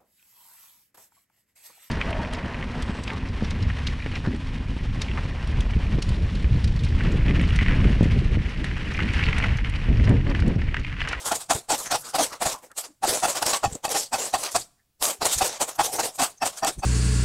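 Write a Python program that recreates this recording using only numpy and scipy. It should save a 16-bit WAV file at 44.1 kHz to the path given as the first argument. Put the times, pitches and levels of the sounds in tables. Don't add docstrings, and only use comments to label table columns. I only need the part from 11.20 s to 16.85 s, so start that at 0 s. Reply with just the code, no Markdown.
import sys
import numpy as np
from scipy import signal
from scipy.fft import rfft, irfft, next_fast_len
from scipy.io import wavfile
from scipy.ndimage import uniform_filter1d

SR = 44100
rng = np.random.default_rng(int(sys.argv[2]) if len(sys.argv) > 2 else 0)


def transcribe(signal):
    frames = np.atleast_2d(signal).T
    limited = np.clip(frames, -1, 1)
    pcm = np.round(limited * 32767).astype(np.int16)
    wavfile.write(sys.argv[1], SR, pcm)


N = 249165
TIME = np.arange(N) / SR
CHOP_RISE_S = 0.013

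# (multiple of its pitch [ratio], relative level [dB])
CRUNCH_TONE = [(.15, -34), (.38, -13), (.64, -27.5), (.82, -6.5), (0.999, 5), (1.2, -9.5), (1.8, -12.5),
               (2.701, -29), (5.1, -40.5)]
# (time [s], relative crunch level [dB], time in the bunch [s], relative leaf level [dB], pitch [Hz])
CHOPS = [(.120, -20.5, 0.0084, -25.5, 792), (.308, -19.5, 0.012, -22.5, 804),
         (.502, -23.5, 0.02, -23.5, 792), (.531, -28, 0.015, -24.5, 820), (.716, -24, 0.011, -26.5, 750),
         (.745, -23, 0.011, -24.5, 809), (.949, -24.5, 0.011, -23, 781), (.992, -20.5, 0.016, -21.5, 676),
         (1.221, -23.5, 0.0035, -20.5, 726), (1.258, -26.5, 0.014, -25.5, 749),
         (1.838, -22, 0.016, -28, 801), (2.035, -20.5, 0.024, -26, 795), (2.227, -22.5, 0.0043, -26.5, 857),
         (2.334, -42, 0.029, -26.5, 980), (2.441, -20, 0.0087, -29.5, 774),
         (2.649, -26, 0.0025, -27.5, 842), (2.753, -25, .014, -22.5, 789),
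         (2.932, -26.5, 0.026, -26.5, 819), (3.143, -20, 0.011, -25, 777), (3.358, -19, 0.0046, -22.5, 760),
         (4.022, -24, 0.0046, -23, 796), (4.055, -29, 0.011, -18, 746), (4.216, -19.5, 0.0054, -21.5, 787),
         (4.412, -27.5, 0.015, -21, 790), (4.598, -17, .014, -25, 811), (4.793, -23, .013, -24.5, 779),
         (4.997, -24, 0.04, -23.5, 770), (5.226, -22.5, 0.012, -32.5, 772), (5.259, -33, 0.016, -23, 725),
         (5.434, -21, 0.02, -39, 781), (5.472, -27, 0.021, -24.5, 768), (5.636, -25, .02, -38.5, 797)]
def crunches():
    base_hz = 780
    tone = [(multiple * base_hz, db) for multiple, db in CRUNCH_TONE]
    fibres = steady(with_tone(crackle(per_s=3800, spread_db=2.5), tone), 0.023)
    out = np.zeros(N)
    for start, level_db, hold, _, hz in CHOPS:
        gain = swell(start, level_db, hold, CHOP_RISE_S, fall=0.02)
        near = gain > 0
        place_s = (TIME[near] - start) * hz / base_hz + rng.uniform(1, 4)
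        out[near] += gain[near] * np.interp(place_s * SR, np.arange(N), fibres)
    return out


# (pitch [Hz], relative level [dB], time to fade by 60 dB [s])
BLADE_NOTES = [(667, -5, 0.065), (800, -2, 0.1), (1127, -9.5, 0.061), (1847, -11.5, 0.047),
               (2604, -5.5, 0.034), (3410, -19.5, .04), (4596, -7, 0.038)]
def blade_ring():
    grip_db = 3.5
    force = combined_swells((start, db, hold, CHOP_RISE_S, 0.028) for start, db, hold, _, _ in CHOPS)
    shaking = steady(crackle(per_s=1500, spread_db=3.0), 0.012)
    steel = sum(from_db(db + grip_db * drift(6)) * unit_level(ring(shaking, hz, fade_s))
                for hz, db, fade_s in BLADE_NOTES)
    return force * steady(waver(steel, octaves=0.025, rate=5.5), 0.04)


# (time [s], relative level [dB])
BLADE_KNOCKS = [(2.226, -28), (2.332, -22), (2.441, -20), (2.457, -21), (2.652, -22), (2.681, -27.5),
                (2.944, -22), (3.143, -20.5)]
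def knocks(spread_db):
    times, level_db = np.transpose(BLADE_KNOCKS)
    favour_db = rng.normal(0, spread_db, (len(BLADE_KNOCKS), len(BLADE_NOTES)))
    out = np.zeros(N)
    for k, (hz, db, fade_s) in enumerate(BLADE_NOTES):
        clicks = np.zeros(N)
        clicks[(times * SR).astype(int)] = from_db(level_db + db + favour_db[:, k])
        out += ring(clicks, hz, fade_s)
    return out


# (time [s], relative level [dB], length [s], stem boost [dB], brightness [dB per octave])
PULLS = [(0, -37.5, 0.026, -9, -1), (0.065, -25.5, 0.025, -10.5, 0.5), (0.159, -25.5, 0.0024, -9.5, 4.5),
         (0.215, -35, .002, -7.5, 0.5), (0.355, -27.5, 0.0053, -3.5, 0.5), (0.586, -32, 0.052, -12, 3),
         (.662, -34, 0.011, -15, -1.5), (.797, -39, 0.019, -21, 8.5), (0.852, -36, 0.045, -14, 1.5),
         (1.03, -22.5, 0.014, -7.5, -1.5), (1.134, -37, 0.0044, -2, -6), (1.27, -27, 0.057, -6.5, -1.5),
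         (1.44, -48.5, .002, 4, 6), (1.584, -26, 0.0042, -12, 1.5), (1.648, -39, 0.0014, -5.5, -3.5),
         (1.88, -21.5, 0.095, -5.5, 0), (1.975, -30, 0.029, -26, -1.5), (2.086, -24, 0.018, -3.5, -1),
         (2.159, -28.5, 0.027, -1.5, -2), (2.271, -21.5, 0.045, -5, -1), (2.345, -28.5, 0.0044, -16, -12),
         (2.5, -46, 0.069, 1, -1), (2.711, -26.5, 0.011, -2.5, 0.5), (2.778, -26.5, 0.052, -12.5, 1.5),
         (2.989, -28, 0.09, -5, -1), (3.188, -32.5, 0.067, -6.5, 2), (3.239, -29, 0.037, -5, -5.5),
         (3.326, -33, 0.0047, -16, 5), (3.397, -37.5, 0.014, -16, 0.5), (3.831, -20.5, 0.042, -7.5, 3.5),
         (3.886, -25, 0.026, -6, 0.5), (4.094, -25.5, 0.031, -12.5, -0.5), (4.136, -17.5, 0.0035, -31, 0.5),
         (4.187, -24.5, 0.0051, -20, 1.5), (4.248, -22, 0.011, -4, 0.5), (4.296, -34, 0.068, -8.5, -6.5),
         (4.488, -30.5, 0.0065, -3.5, 1), (4.559, -50.5, 0.0036, 2.5, 13), (4.648, -25, 0.016, -8, 0.5),
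         (4.741, -26.5, 0.024, -4.5, 5.5), (4.84, -23, 0.02, -7, 0), (4.956, -44, 0.0037, -8, 6),
         (5.038, -22, 0.0048, -4, 0.5), (5.335, -46.5, .03, -4, -2), (5.38, -38, 0.013, -12, 0),
         (5.596, -48, 0.0015, -6, 1)]
def plant_movements():
    lag_s, rise_s, stem_db = 0.0026, 0.017, -6
    for start, crunch_db, hold, leaf_db, _ in CHOPS:
        brightness = -3 - 0.13 * (crunch_db - leaf_db)
        yield swell(start + lag_s, leaf_db, hold, rise_s, fall=0.029), brightness, stem_db
        yield swell(start + lag_s, leaf_db - 10.5, hold, rise_s, fall=0.065), -1, stem_db
    for start, level_db, hold, stem_db, brightness in PULLS:
        yield swell(start, level_db, hold, rise=0.022, fall=0.05), brightness, stem_db


# (frequency [Hz], relative level [dB])
STEM_TONE = [(40, -30.5), (100, -10.5), (190, -10), (285, -3), (400, -1.5), (520, 7.5), (720, 0.5),
             (950, 3), (1400, -10.5), (2200, -7.5), (4000, -17.5)]
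def rustling_plants():
    power, brightness_sum, stem_power = np.full(N, 1e-14), np.zeros(N), np.zeros(N)
    for gain, brightness, stem_db in plant_movements():
        power += gain ** 2
        brightness_sum += gain ** 2 * brightness
        stem_power += (gain * from_db(stem_db)) ** 2
    creaks = with_tone(crackle(per_s=1700, spread_db=1.5), STEM_TONE)
    creaks = waver(creaks, octaves=0.22, rate=18)
    stems = steady(creaks, 0.028) * np.sqrt(stem_power)
    leaf_gain = np.sqrt(power) * from_db(1.84 * drift(75))
    swish = leaf_gain * leaves(brightness_sum / power, patchy_db=2.5, rub_db=3.5)
    return from_db(-1.98) * swish + from_db(-1.0) * stems


# (frequency [Hz], relative level [dB])
LEAF_TONE = [(250, -39), (600, -2.5), (1200, -4.5), (2000, -8.5), (3200, -3.5), (4500, -1), (6000, 0),
             (8000, 3.5), (10000, -2), (13000, -8), (15500, -23)]
def leaves(brightness, patchy_db, rub_db):
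    edges = np.geomspace(250, 16500, 33)
    centres = np.sqrt(edges[1:] * edges[:-1])
    shares = from_db(level_at(LEAF_TONE, centres)) * np.sqrt(np.diff(edges))
    shares = unit_level(shares) / np.sqrt(len(centres))
    ticks = crackle(per_s=2000, spread_db=2.5)
    rubs = [steady(ticks * rng.choice([-1, 1], N) + from_db(rub_db) * rng.standard_normal(N), 0.089)
            for _ in range(2)]
    ring_hz, ring_db, stray_octaves, width_octaves = 6400, 3.5, 0.45, 0.13
    ring_octave = np.log2(ring_hz) + stray_octaves * drift(9.7)
    out = np.zeros(N)
    for k, hz in enumerate(centres):
        band_filter = signal.butter(2, edges[k:k + 2], "band", fs=SR, output="sos")
        band = unit_level(signal.sosfilt(band_filter, rubs[k % 2]))
        lift_db = ring_db * np.exp(-((np.log2(hz) - ring_octave) / width_octaves) ** 2)
        bright_db = brightness * np.log2(max(hz, 2200) / 6500)
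        out += shares[k] * band * from_db(bright_db + lift_db + patchy_db * drift(30))
    return out


# (time [s], level [dB])
STALK_SNAPS = [(0.12, -24), (0.311, -30), (0.334, -21), (0.504, -21), (0.717, -17), (.992, -28),
               (1.223, -33), (1.516, -42.5), (1.847, -23), (2.051, -25), (2.225, -17.5), (2.265, -19),
               (2.335, -18), (2.53, -34), (2.552, -30.5), (2.692, -23), (3.237, -20.5), (3.317, -32),
               (3.361, -17), (3.825, -13), (3.854, -16), (4.055, -17), (4.221, -28), (4.414, -17),
               (4.648, -27), (4.806, -25), (5.447, -17.5)]
def snaps(decay_s):
    gain = sum(from_db(db) * (TIME >= start) * np.exp(-np.abs(TIME - start) / decay_s)
               for start, db in STALK_SNAPS)
    return gain * with_tone(rng.standard_normal(N), LEAF_TONE)


# (loudest moment [s], level [dB], half length [s], pitch [Hz], ring length [cycles])
SCRAPES_AND_BLADE_RINGS = [(0.088, -32.5, 0.06, 1320, 4.2), (0.52, -22, .022, 7540, 7),
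                           (0.536, -33.5, .03, 280, 9.3), (0.613, -39, .05, 1150, 4.5),
                           (0.671, -37, 0.035, 1900, 3.4), (0.673, -34.5, .025, 6200, 12),
                           (0.726, -31.5, .03, 1680, 4.6), (0.886, -44, 0.09, 1330, 5),
                           (1.016, -30, .04, 301, 11), (1.136, -37.5, 0.041, 1220, 5.6),
                           (1.351, -36, 0.046, 1040, 6), (1.518, -46.5, 0.018, 1500, 4),
                           (1.706, -52, 0.032, 290, 9.6), (1.949, -29.5, 0.047, 630, 12),
                           (2.351, -27.5, 0.038, 1134, 88), (2.453, -33, .03, 7350, 18),
                           (2.531, -33, .013, 7750, 14), (2.555, -33, 0.012, 7400, 13),
                           (2.557, -31, 0.014, 482, 7.3), (2.688, -30, 0.016, 770, 14),
                           (2.868, -44.5, .025, 4540, 12), (3.057, -30, .03, 8000, 7.9),
                           (3.114, -44, .014, 6240, 14), (3.421, -39, 0.019, 4700, 9.5),
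                           (3.603, -69.5, 0.034, 1775, 10), (4.186, -25, 0.012, 6360, 11),
                           (4.56, -46, .015, 6250, 14), (4.7, -36, 0.078, 756, 9.9),
                           (4.882, -36.5, .04, 776, 10), (5.025, -31, 0.025, 280, 15),
                           (5.184, -49.5, .013, 6300, 18), (5.227, -31.5, .018, 5400, 41),
                           (5.232, -24.5, 0.016, 658, 28), (5.235, -32, 0.023, 1800, 40),
                           (5.437, -33, .016, 5600, 22), (5.442, -35, 0.023, 1800, 40),
                           (5.601, -43, .016, 6250, 32)]
def scrapes_and_blade_rings():
    slips = crackle(per_s=4000, spread_db=2.0)
    out = np.zeros(N)
    for peak_s, level_db, half_s, hz, cycles in SCRAPES_AND_BLADE_RINGS:
        fade_s = cycles / hz
        note = ring(ring(slips, hz, fade_s), hz, fade_s)
        out += swell(peak_s, level_db, 0, half_s, half_s) * steady(note, 0.013)
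    return out


# (frequency [Hz], relative level [dB])
SOIL_TONE = [(25, 2), (55, -11.5), (110, 2), (180, -2.5), (400, -16.5), (900, -54.5)]
# (time [s], level [dB], pitch [Hz])
SOIL_THUDS = [(0.356, -28, 100), (1.266, -24.5, 100), (1.897, -39, 90), (2.263, -35, 105), (2.463, -27, 80),
              (2.481, -30, 65), (2.53, -32.5, 80), (3.357, -42, 65), (3.822, -47, 50), (4.0, -50, 80),
              (4.063, -34.5, 125.3), (4.174, -34.5, 42), (4.226, -35, 55), (5.588, -29, 50),
              (5.597, -36, 115)]
def ground():
    crumble_db, roots_db = -5, -27.5
    thuds, crumbles = np.zeros(N), []
    uneven_time = np.cumsum(2 ** (0.55 * drift(180))) / SR
    for start, level_db, hz in SOIL_THUDS:
        rise, fall = 1.1 / hz, 1.2 / hz
        wobble = np.sqrt(2) * np.sin(2 * np.pi * (hz * uneven_time + rng.random()))
        thuds += swell(start, level_db, 0, rise, fall) * wobble
        crumbles.append((start, level_db + crumble_db, 0, rise, fall))
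    jolts = [(start, db + roots_db, hold, 0.027, 0.125) for start, db, hold, _, _ in CHOPS]
    soil = steady(with_tone(rng.standard_normal(N), SOIL_TONE), 0.21)
    return thuds + soil * combined_swells(crumbles + jolts)


def garden_echo(x, fade_s, low_hz):
    tail = rng.standard_normal(N) * from_db(-60 * TIME / fade_s)
    tail = signal.sosfilt(signal.butter(1, low_hz, "high", fs=SR, output="sos"), tail)
    return signal.fftconvolve(x, tail / np.sqrt(np.sum(tail ** 2)))[:N]


# (frequency [Hz], relative level [dB])
AIR_TONE = [(30, 1.5), (130, -1.5), (300, -11.5), (830, -20.5), (8000, -20.5), (15500, -19)]
def still_air(level_db):
    return from_db(level_db) * with_tone(rng.standard_normal(N), AIR_TONE)


def swell(start, level_db, hold, rise, fall):
    before = np.maximum(start - TIME, 0) / max(rise, 0.004)
    after = np.maximum(TIME - start - hold, 0) / max(fall, 0.004)
    near = before + after < 6
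    slack_db = 57 * np.clip(TIME[near] - start, 0, hold)
    gain = np.zeros(N)
    gain[near] = from_db(level_db - slack_db - 20 * (before[near] ** 1.62 + after[near] ** 0.9))
    return gain


def combined_swells(rows):
    return np.sqrt(sum(swell(*row) ** 2 for row in rows))


def crackle(per_s, spread_db):
    sizes = from_db(spread_db * np.minimum(rng.exponential(1, N), 4)) * rng.choice([-1, 1], N)
    return unit_level(sizes * (rng.random(N) < per_s / SR))


def ring(x, hz, fade_s):
    decay, angle = from_db(-60 / (fade_s * SR)), 2 * np.pi * hz / SR
    return signal.lfilter([0, np.sin(angle)], [1, -2 * decay * np.cos(angle), decay ** 2], x + 1e-18)


def waver(x, octaves, rate):
    position = np.cumsum(2 ** (octaves * drift(rate)))
    return np.interp(position % N, np.arange(N), x)


def drift(rate):
    return unit_level(np.interp(TIME * rate, np.arange(4000), rng.standard_normal(4000)))


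def with_tone(x, tone):
    size = next_fast_len(N + 4000)
    hz = np.maximum(np.arange(size // 2 + 1) * SR / size, 1)
    return unit_level(irfft(rfft(x, size) * from_db(level_at(tone, hz)), size)[:N])


def level_at(tone, hz):
    tone_hz, tone_db = np.transpose(tone)
    return np.interp(np.log(hz), np.log(tone_hz), tone_db)


def steady(x, span_s):
    return x / np.sqrt(np.abs(uniform_filter1d(x * x, int(span_s * SR) + 1)) + 1e-6)


def unit_level(x):
    return x / np.sqrt(np.mean(x ** 2) + 1e-20)


def from_db(db):
    return 10 ** (np.asarray(db) / 20)


def scene():
    work = rustling_plants() + from_db(0.6) * crunches() + from_db(-9.5) * blade_ring()
    work += knocks(spread_db=0.5) + scrapes_and_blade_rings() + snaps(decay_s=0.0022) + ground()
    air = still_air(level_db=-72.5)
    mono = work + from_db(-29.5) * garden_echo(work, fade_s=0.59, low_hz=1000) + air
    return np.array([mono, mono])


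def record(dry):
    cutoff_hz = 15750
    return signal.sosfilt(signal.ellip(12, 0.1, 80, cutoff_hz, fs=SR, output="sos"), dry)


dry = scene()
out = record(dry)
transcribe(out)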